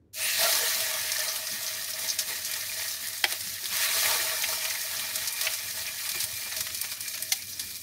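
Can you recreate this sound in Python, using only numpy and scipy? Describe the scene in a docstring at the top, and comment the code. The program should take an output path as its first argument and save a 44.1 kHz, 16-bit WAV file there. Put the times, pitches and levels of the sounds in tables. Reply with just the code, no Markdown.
"""A small kitchen, where patties fry in hot oil a couple of metres away.
Countless steam bubbles burst in the oil and ring the hollow of the pan; larger ones spit a fine spray.
Two patties go in, one after the other: each sizzles up as its surface water boils off, then slowly
dries. The pan clicks twice, wet meat smacks softly as the next patty is shaped, and one spit pops
hard near the end. Under it all lie a low rumble and an appliance's hum."""
import sys
import numpy as np
from scipy import signal
from scipy.fft import rfft, irfft
from scipy.io import wavfile
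from scipy.ndimage import uniform_filter1d

SR = 44100
rng = np.random.default_rng(int(sys.argv[2]) if len(sys.argv) > 2 else 0)


def generate_wav(sig):
    """Save sig (samples, or channels by samples) to the path in sys.argv[1] as 16-bit PCM at SR."""
    pcm = np.round(np.clip(np.atleast_2d(sig).T, -1, 1) * 32767).astype(np.int16)
    wavfile.write(sys.argv[1], SR, pcm)


N = 344862
TIME = np.arange(N) / SR

# patties going into the oil: first touch t/s, lying flat t/s, strength/dB
PATTIES = [(0.129, 0.428, 0), (3.671, 3.958, -0.7)]
DIP_S = 0.115  # how long a patty's edge takes to dip in


def undb(db):
    """Turn decibels into a number to multiply by."""
    return 10 ** (np.asarray(db) / 20)


def unit(x):
    """Scale a sound to an average (rms) level of 1."""
    return x / np.sqrt(np.mean(x ** 2) + 1e-18)


def burst_level(x, db):
    """Give a short sound the energy of 20 ms of steady sound at db."""
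    return x * undb(db) * np.sqrt(.02 * SR / np.sum(x ** 2))


def add(out, s, x):
    """Mix x into out, starting at s seconds."""
    i = int(s * SR)
    out[i:i + len(x)] += x[:N - i]


def ramp(start, length):
    """Rise from 0 to 1 over length seconds."""
    return np.clip((TIME - start) / length, 0, 1)


def fade(t, t60):
    """Die away by 60 dB in t60 seconds, the fade time."""
    return np.exp(-np.log(1000) * t / t60)


def walk(rate):
    """Wander smoothly at random, about rate steps a second, with a typical size of 1."""
    k = int(SR / rate)
    steps = np.repeat(rng.standard_normal(N // k + 1), k)
    return unit(uniform_filter1d(steps, k)[:N])


def colour(x, points, size=4096):
    """Make some pitches louder and others softer, along a curve of (f/Hz, level/dB) points."""
    hz, db = np.transpose(points)
    f = np.maximum(np.arange(size // 2 + 1) * SR / size, 1)
    gain = undb(np.interp(np.log(f), np.log(hz), db))
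    # build the filter so that nothing rings before the sound that starts it
    cepstrum = irfft(np.log(gain))
    cepstrum[1:size // 2] *= 2
    cepstrum[size // 2 + 1:] = 0
    response = irfft(np.exp(rfft(cepstrum)))
    return signal.fftconvolve(x, response)[:len(x)]


def resonate(x, hz, q):
    """Make a sound ring around one pitch; a higher q rings longer."""
    return signal.lfilter(*signal.iirpeak(hz, max(q, 1), fs=SR), x)


def ringing(t, tones):
    """Several pure tones that start together and fade, each at its own speed."""
    return sum(undb(db) * np.sin(2 * np.pi * (hz * t + rng.random())) * fade(t, t60)
               for hz, db, t60 in tones)


def splutter(t60, snap, lead, rise):
    """A cloud of tiny snaps swells for lead seconds, peaks with one sharp snap and dies away."""
    t = np.arange(SR // 5) / SR - lead
    swell = np.exp(np.minimum(t / rise, -t * np.log(1000) / t60))
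    cloud = rng.laplace(size=len(t)) * swell
    cloud /= np.linalg.norm(cloud)
    cloud[int(lead * SR)] += snap
    return cloud


def kitchen(x, echo_db, t60):
    """The corner behind the stove and the walls add a short, duller wash of echoes."""
    t = np.arange(SR // 2) / SR
    wash = rng.standard_normal(len(t)) * fade(t, t60) * (t > .002)
    wash = colour(wash, [(300, 1.5), (4000, -9.0), (15000, -9.5)])
    return x + undb(echo_db) * signal.fftconvolve(x, wash / np.linalg.norm(wash))[:N]


def background():
    """The room rumbles unevenly and an appliance hums with the mains."""
    # tone of the kitchen's rumble: f/Hz, relative level/dB
    rumble_tone = [(25, -36), (45, -14), (65, -7.5), (85, 2), (110, -0.5), (140, -10), (185, -5), (250, -8),
                   (400, -14), (800, -30.5), (3000, -45), (15000, -55)]
    rumble_db, hum_db, hum_hz = -59, -68.5, 100
    rumble = unit(colour(rng.standard_normal(N), rumble_tone) * undb(2.8 * walk(14)))
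    hum = unit(np.sin(2 * np.pi * hum_hz * TIME) * undb(2 * walk(6.6)))
    return undb(rumble_db) * rumble + undb(hum_db) * hum


def bumps():
    """Soft, low knocks swell for a moment and die away."""
    # knocks around the worktop: t/s, f/Hz, level/dB
    knocks = [(.43, 186, -50.5), (.525, 330, -51), (3.464, 183, -54), (3.628, 362, -59), (3.712, 188, -57),
              (4.001, 198, -56), (4.192, 350, -54), (6.15, 348, -52.5), (6.154, 170, -59),
              (6.235, 105, -49), (6.329, 105, -51), (6.596, 101, -52), (7.159, 238, -63)]
    out, t = np.zeros(N), np.arange(SR // 4) / SR
    for s, hz, db in knocks:
        thud = np.sin(2 * np.pi * hz * t) * (1 - np.exp(-t / 0.005)) * fade(t, t60=0.08)
        add(out, s, burst_level(thud, db))
    return out


def squelches():
    """Moist meat is pressed or peeled away with a soft, dull cluster of tiny smacks."""
    # patties slapped into the pan or shaped by hand: t/s, f/Hz, level/dB, fade time/s
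    smacks = [(.42, 850, -32.5, 0.52), (2.299, 420, -44, .35), (3.726, 1400, -34.5, .3),
              (6.148, 900, -41.5, 0.1), (6.464, 795, -45, 0.17), (6.524, 1400, -40.5, 0.044),
              (6.61, 1100, -47, .06), (6.67, 2000, -37.5, 0.044), (6.703, 1900, -43, .05),
              (6.844, 1500, -38, 0.072), (6.922, 1680, -41, 0.059), (6.974, 1600, -47, .04),
              (7.145, 1700, -41.5, 0.059), (7.177, 2000, -40.5, .04)]
    out, lead = np.zeros(N), 0.012
    for s, hz, db, t60 in smacks:
        cloud = splutter(t60, snap=0.19, lead=lead, rise=0.0044)
        smack = colour(resonate(cloud, hz, q=0.8), [(80, -16), (250, -9.5), (3000, 0.5), (12000, 5)])
        add(out, s - lead, burst_level(smack, db))
    return out


def pan_clicks():
    """A hard contact cracks, then the loaded pan rings very briefly."""
    # clicks of the pan: t/s, relative level/dB
    clicks = [(3.2417, -21), (3.3237, -37.5)]
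    # tones the pan rings with: f/Hz, relative level/dB, fade time/s
    pan_tones = [(342, -22.5, 0.086), (614, -14, 0.079), (692, -14, .06), (784, -14.5, 0.06),
                 (1740, -8, .04), (2040, 4, 0.025), (2300, 4, 0.024), (3190, 1, 0.031), (3700, -1, 0.017),
                 (4550, 3, 0.023), (5100, 4, 0.019)]
    # tone of the crack: f/Hz, relative level/dB
    crack_tone = [(120, -64), (250, -25), (380, -14), (520, -12), (700, -3), (1200, -14.5), (2000, 0),
                  (3700, -2), (5200, -10), (6200, -16), (9000, -18), (15000, -20)]
    out, t, lead = np.zeros(N), np.arange(SR // 5) / SR, .004
    for s, db in clicks:
        crack = colour(splutter(t60=0.055, snap=0.95, lead=lead, rise=.002), crack_tone)
        # the ring builds up as the blow spreads through the metal
        ring = ringing(t, pan_tones) * (1 - np.exp(-t / 0.0042))
        add(out, s - lead, burst_level(crack, db + 0.27))
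        add(out, s, burst_level(ring, db - 4.5))
    return out


def plops():
    """A pocket of steam breaks out and rings at one pitch."""
    # large pockets escaping from under a patty: t/s, f/Hz, relative level/dB, fade time/s
    pockets = [(.412, 672, -28, 0.2), (.47, 632, -32, .16), (.606, 517, -35.5, 0.13),
               (0.657, 1830, -33, .1), (.778, 629, -37.5, .18), (1.161, 1803, -31, 0.036),
               (1.185, 618, -38, .14), (1.202, 1810, -32, .06), (1.275, 637, -36, 0.2),
               (1.417, 630, -42, 0.12), (1.705, 630, -45, .14), (1.936, 632, -42.5, .18),
               (2.208, 632, -44, 0.16), (2.695, 2440, -34.5, .03), (4.05, 640, -36.5, .14),
               (4.115, 620, -36, 0.19), (4.425, 640, -44, .1), (5.158, 630, -46, .12),
               (5.469, 640, -43.5, 0.23), (6.57, 635, -47, .14), (6.668, 1960, -40, .04)]
    out, t = np.zeros(N), np.arange(SR // 4) / SR
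    for s, hz, db, t60 in pockets:
        ring = np.sin(2 * np.pi * hz * t) * fade(t, t60) * (1 - np.exp(-t / 0.0013))
        add(out, s, burst_level(ring, db - 5.0))
    return out


def jets():
    """A thin jet of steam hisses around one pitch, swelling and dying away."""
    # steam squeezing through narrow gaps under the meat: t/s, length/s, f/Hz, top level/dB
    squeals = [(0.143, 0.28, 2590, -36), (0.169, 0.5, 4130, -35.5), (0.194, 0.1, 9500, -34.5),
               (0.403, 0.13, 653, -36.5), (.58, .09, 515, -44), (3.727, 0.3, 2600, -40.5),
               (4.376, 0.38, 5200, -41.5), (5.845, 0.073, 2350, -39.5), (7.354, 0.1, 2260, -47)]
    out = np.zeros(N)
    for s, length, hz, db in squeals:
        noise = rng.standard_normal(int(length * SR))
        hiss = resonate(resonate(noise, hz, q=5.1), hz, q=5.1)
        swell = np.sin(np.linspace(0, np.pi, len(hiss)))
        add(out, s, undb(db) * unit(hiss) * swell)
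    return out


def spurts():
    """Steam forces its way out through the oil in a brief, thin hiss."""
    # puffs of steam from under the meat, often in pairs: t/s, level/dB, fade time/s
    puffs = [(.552, -30, 0.033), (1.168, -36, .04), (1.204, -33.5, .04), (1.282, -29.5, .11),
             (1.316, -37, .05), (1.47, -35, .06), (1.516, -37.5, .06), (1.665, -34.5, 0.045),
             (1.679, -35, .06), (1.737, -38.5, .06), (1.935, -35, .08), (2.089, -31.5, 0.04),
             (2.1, -27.5, 0.066), (2.61, -39, .05), (2.79, -40, 0.079), (2.939, -39, .07),
             (4.968, -38, 0.036), (5.588, -40, .06), (5.866, -37, .05), (6.524, -40, .04),
             (7.142, -41, .04), (7.532, -40, 0.066)]
    # tone of a puff: f/Hz, relative level/dB
    puff_tone = [(1500, -31.5), (3400, -14.5), (4100, -2), (5300, 0), (6300, 1.5), (7200, -18),
                 (15000, -21)]
    out, lead = np.zeros(N), .004
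    for s, db, t60 in puffs:
        cloud = splutter(t60, snap=.15, lead=lead, rise=.001)
        add(out, s - lead, burst_level(colour(cloud, puff_tone), db))
    return out


def hard_pop():
    """The hardest spit bursts with a bang that rings briefly at several uneven pitches."""
    # tones that ring with the bang: f/Hz, relative level/dB, fade time/s
    pop_tones = [(763, -16.5, 0.057), (1800, -6, .02), (2090, -4, 0.043), (2300, -6, 0.035),
                 (2800, -8, 0.038), (3450, -3, 0.032), (4350, -5, 0.028), (6100, 7, 0.024)]
    out, t = np.zeros(N), np.arange(SR // 5) / SR
    ring = ringing(t, pop_tones) * (1 - np.exp(-t / 0.00073))
    add(out, 7.32, burst_level(ring, db=-26))
    return out


def boiling():
    """Water from the meat boils: gives the boil's power and how far a patty is on its edge (0 to 1)."""
    # juice runs into the oil and the boil flares briefly: t/s, length/s, top level/dB
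    flares = [(1.06, 0.35, -10), (2.458, 0.14, -10.5), (3.264, 0.12, -7), (3.36, 0.46, -16),
              (3.71, 0.22, -6), (4.17, 0.14, -10), (4.407, 0.26, -12.5), (5.388, 0.12, -8.5),
              (5.824, 0.088, -12.5), (6.48, 0.13, -13), (7.494, 0.3, -20)]
    edge_db, lay_s = -3, 0.067  # the edge alone boils less, until the whole face comes down
    flash_hold_s, flash_db_per_s = 0.1, 19  # surface water boils off fast
    juice_start_db, drying_db_per_s = -7, 1.16  # juice from inside keeps up a weaker boil
    juice_lasts_s, sealing_db_per_s = 2.48, 2.5  # then the crust seals and the boil falls faster
    power, on_edge = np.zeros(N), np.zeros(N)
    for touch, flat, db in PATTIES:
        dipped, laid = ramp(touch, DIP_S), ramp(flat - lay_s, lay_s)
        contact = dipped * undb(db + edge_db * (1 - laid))
        age = np.maximum(TIME - flat - flash_hold_s, 0)
        sealed_s = np.maximum(age - juice_lasts_s, 0)
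        flash = undb(-flash_db_per_s * age)
        juice = undb(juice_start_db - drying_db_per_s * age - sealing_db_per_s * sealed_s)
        power += contact ** 2 * (flash ** 2 + juice ** 2)
        on_edge += dipped * (1 - laid)
    for s, length, db in flares:
        power += (undb(db) * np.sin(np.pi * ramp(s, length))) ** 2
    return power, on_edge


def small_spits(per_second=4, t60=0.047):
    """Rows for spits(), drawn at random once a patty lies flat; they weaken as the boil dies."""
    power, _ = boiling()
    first = PATTIES[0][1]
    count = int(per_second * (N / SR - first))
    times = first + (np.arange(count) + rng.random(count)) / per_second
    pitch_scatter, burst_scatter, spray_scatter = rng.standard_normal((count, 3)).T
    boil_db = 10 * np.log10(np.interp(times, TIME, power))
    hz = 5330 * 2 ** (0.21 * pitch_scatter)
    burst_db = -35.5 + 0.5 * boil_db + 0.9 * burst_scatter
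    spray_db = -38 + 0.5 * boil_db + 0.9 * spray_scatter
    return list(zip(times, hz, burst_db, spray_db, np.full(count, t60)))


def spits():
    """A trapped drop of water bursts: the hole it leaves rings briefly and a fine spray hisses."""
    # big spits of oil: t/s, bubble f/Hz, relative burst level/dB, relative spray level/dB, fade time/s
    big_spits = [(0.4328, 4240, -27, -45, 0.1), (0.5263, 4960, -28, -32, 0.15),
                 (0.8049, 3750, -31.5, -32, 0.17), (1.015, 6000, -47, -38, .03),
                 (1.1192, 5400, -30, -34.5, 0.06), (1.193, 4000, -35, -35, 0.06),
                 (1.36, 4530, -36, -34, .08), (1.844, 5430, -42, -39.5, 0.054),
                 (1.993, 6000, -44, -39, .03), (2.1893, 5600, -26, -29, 0.13),
                 (2.449, 6270, -33.5, -37, 0.13), (2.515, 6000, -46, -36, .035),
                 (2.538, 3920, -35.5, -39, 0.029), (2.882, 5510, -36, -36.5, 0.13),
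                 (3.073, 5790, -43, -38, .03), (3.0855, 5790, -43, -36.5, 0.025),
                 (3.3246, 4200, -35.5, -35, 0.037), (3.408, 4800, -37.5, -40, .06),
                 (3.657, 4000, -34, -37, 0.088), (3.768, 5000, -40, -35, .03),
                 (4.059, 2320, -33.5, -35, 0.033), (4.423, 6000, -34, -35, .025),
                 (4.439, 2630, -28, -40, .05), (4.488, 5590, -35, -45, .04), (4.652, 2740, -33, -36, 0.07),
                 (4.699, 6000, -32.5, -41, 0.13), (4.709, 2200, -35.5, -45, .05),
                 (4.753, 1990, -37.5, -45, .04), (4.995, 3180, -37, -40, .04),
                 (5.1583, 5390, -34.5, -31.5, 0.044), (5.275, 5560, -31.5, -34, 0.079),
                 (5.326, 6640, -43, -33.5, 0.1), (5.413, 4500, -30, -32, 0.091),
                 (5.453, 6040, -35, -40, .06), (5.4688, 2600, -26.5, -50, 0.071),
                 (5.537, 5550, -33, -34, 0.13), (6.061, 4500, -40, -49, 0.023),
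                 (6.092, 4350, -33.5, -32, 0.12), (6.118, 4770, -37, -41, .03),
                 (6.204, 4760, -30.5, -30.5, 0.2), (6.2406, 4950, -38, -30.5, 0.057),
                 (6.5663, 4800, -33.5, -35.5, 0.11), (6.6076, 5700, -32.5, -31, 0.062),
                 (6.747, 5000, -36, -35, 0.08), (6.8147, 5300, -36, -29.5, 0.036),
                 (6.918, 4500, -37.5, -39, 0.089), (7.006, 5520, -40, -35, 0.12),
                 (7.081, 6600, -36, -39, 0.059), (7.225, 5030, -40, -31, 0.056),
                 (7.322, 4740, -25.5, -27.5, 0.071), (7.5958, 4630, -33.5, -33.5, 0.12)]
    # tones of the burst and of the spray: f/Hz, relative level/dB
    burst_tone = [(200, -28), (700, 5), (1300, 1.5), (2000, 7), (3000, 2), (6400, 3), (7800, 0),
                  (15000, -21)]
    spray_tone = [(300, -48), (1000, -43), (5000, -8.5), (7800, -4), (8200, 3), (10500, 4.5),
                  (15500, -1.5)]
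    out, lead = np.zeros(N), .006
    for s, hz, burst_db, spray_db, t60 in big_spits + small_spits():
        cloud = splutter(t60, snap=.3, lead=lead, rise=0.0018)
        droplets = splutter(t60, snap=.33, lead=lead, rise=0.0015)
        burst = colour(resonate(cloud, hz, q=2.3), burst_tone)
        spray = colour(droplets, spray_tone)
        add(out, s - lead, burst_level(burst, burst_db + 0.14) + burst_level(spray, spray_db + 1.0))
    return out


def bursts(rate, spread_db):
    """Bubbles burst at random, rate times a second: many tiny, a few large."""
    size = undb(spread_db * np.minimum(rng.exponential(size=N), 6))
    happens = rng.random(N) < rate / SR
    return unit(happens * size * rng.choice([-1, 1], N))


def flicker(x, depth_db, seconds, width_hz, size=512):
    """Bubbles come in clusters of like size, so each range of pitch swells and fades on its own."""
    hz, _, spectrum = signal.stft(x, nperseg=size)
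    swells = rng.standard_normal(spectrum.shape)
    swells = uniform_filter1d(swells, max(int(width_hz * size / SR), 1), axis=0)
    swells = uniform_filter1d(swells, max(int(2 * seconds * SR / size), 1), axis=1)
    # the tiniest, highest bubbles are so many that they even out
    unevenness = 1 / (1 + (hz[:, None] / 11500) ** 4)
    gain = undb(depth_db * unevenness * unit(swells))
    return unit(signal.istft(spectrum * gain, nperseg=size)[1][:N])


def bubble_pings(rate, spread_db, cycles, low_hz, high_hz):
    """Single bubbles ring briefly, each at a pitch set by its size."""
    out, t = np.zeros(N), np.arange(SR // 40) / SR
    for when, smallness, strength in rng.random((int(rate * N / SR), 3)):
        hz = low_hz * (high_hz / low_hz) ** smallness
        gain = undb(-spread_db * np.log(1 - .98 * strength))
        add(out, when * N / SR, gain * np.sin(2 * np.pi * hz * t) * fade(t, cycles / hz))
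    return unit(out)


def pan_hollow(swell_db):
    """The bubbling keeps the hollow of the pan ringing, more so as the burble swells."""
    # tones of the open pan: f/Hz, width/Hz, relative level/dB, share of the swell it follows,
    # change once the second patty is in/dB
    hollow_tones = [(632, 21, -56.5, 0.71, -1.5), (1358, 37, -59.5, 0.9, 4), (1740, 93, -56, 0.51, -2.5),
                    (2376, 57, -55.5, 0.33, 10)]
    stir = bursts(rate=500, spread_db=1.5)
    second_in = ramp(PATTIES[1][0], DIP_S)
    out = np.zeros(N)
    for hz, width, db, share, change_db in hollow_tones:
        level_db = db - 4.5 + share * swell_db + change_db * second_in + 3.9 * walk(14)
        out += undb(level_db) * unit(resonate(stir, hz, q=hz / width))
    return out


def sizzle():
    """Small bubbles fizz, larger ones crackle, trapped steam burbles; a harder boil packs them closer."""
    # tone of the small bubbles: f/Hz, relative level/dB
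    fizz_tone = [(1500, -30.5), (2800, -14), (4000, -0.5), (6200, -0.5), (7200, -3.5), (7850, -9.5),
                 (8100, -1), (8600, -4), (9400, -1.5), (11000, -4.5), (12000, -2.5), (15500, -4.5)]
    # tone of the larger bubbles: f/Hz, relative level/dB
    crackle_tone = [(700, -38.5), (1100, -12.5), (1350, -9.5), (1550, -10), (1740, 3), (2100, -1.5),
                    (2380, -1), (2600, -4.5), (3300, -3.5), (5000, -11), (9000, -31)]
    # tone of the steam under the patties: f/Hz, relative level/dB
    burble_tone = [(200, -22), (420, -15.5), (500, -10), (570, -9), (632, 3), (720, -7.5), (785, 0.5),
                   (840, -2.5), (900, 2), (1020, -8), (1130, 1), (1400, -5.5), (2500, -21)]
    # how each kind follows the boil, in relative levels: boil/dB, fizz/dB, crackle/dB, burble/dB
    boil_levels = [(-15.5, -41, -57, -69), (-11.5, -37.5, -46.5, -59), (-10.5, -36.5, -43.5, -57),
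                   (-8, -35, -39.5, -49.5), (0.5, -27, -32, -37)]
    power, on_edge = boiling()
    boil_db = 10 * np.log10(power + 1e-12)
    steps_db, *columns = np.transpose(boil_levels)
    fizz_db, crackle_db, burble_db = (np.interp(boil_db, steps_db, column) for column in columns)
    # a patty on its edge traps less steam, and the wet edge crackles harder
    burble_db -= 5 * on_edge
    crackle_db += 1.5 * on_edge
    density = undb(fizz_db - np.mean(fizz_db))
    fizz = colour(bursts(rate=11000 * density, spread_db=2.4), fizz_tone)
    fizz = flicker(fizz, depth_db=1.5, seconds=.025, width_hz=550)
    crackle = colour(bursts(rate=3500 * density, spread_db=3.0), crackle_tone)
    crackle = flicker(crackle, depth_db=2.1, seconds=.04, width_hz=300)
    burble = colour(bursts(rate=900 * density, spread_db=2.5), burble_tone)
    burble = flicker(burble, depth_db=2.5, seconds=.05, width_hz=200)
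    # the larger bubbles come in fits
    crackle *= undb(0.7 * walk(20))
    burble *= undb(1.5 * walk(16))
    bursting = fizz * undb(fizz_db + 1) + crackle * undb(crackle_db - 1) + burble * undb(burble_db - 1.5)
    bursting /= np.sqrt(density)  # denser bursts share the same power
    hollow = pan_hollow(swell_db=burble_db - np.mean(burble_db))
    pings = bubble_pings(rate=400, spread_db=4, cycles=70, low_hz=3800, high_hz=11000)
    layers = bursting + hollow + pings * undb(fizz_db - 13)
    # steam escapes in little surges that all sizes share; they even out in a hard boil
    surge_db = (walk(36) + 0.5 * walk(11)) / np.sqrt(density)
    # the oil is silent until the first patty wets it
    return layers * undb(surge_db) * ramp(PATTIES[0][0], length=0.016)


def scene():
    """All sounds share the room; the sizzle, spread over the pan, blurs its echoes. Both channels match."""
    events = spits() + spurts() + hard_pop() + pan_clicks() + plops() + squelches() + bumps()
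    events = kitchen(events, echo_db=-14, t60=.15)
    frying = kitchen(sizzle() + jets(), echo_db=-12, t60=0.052)
    mono = frying + events + background()
    return np.array([mono, mono])


def record(dry, top_hz=15680):
    """Keep the sound within full scale and steeply cut the treble above top_hz."""
    treble_cut = signal.ellip(14, .1, 100, top_hz, fs=SR, output="sos")
    return signal.sosfilt(treble_cut, np.clip(dry, -1, 1))


dry = scene()
out = record(dry)
generate_wav(out)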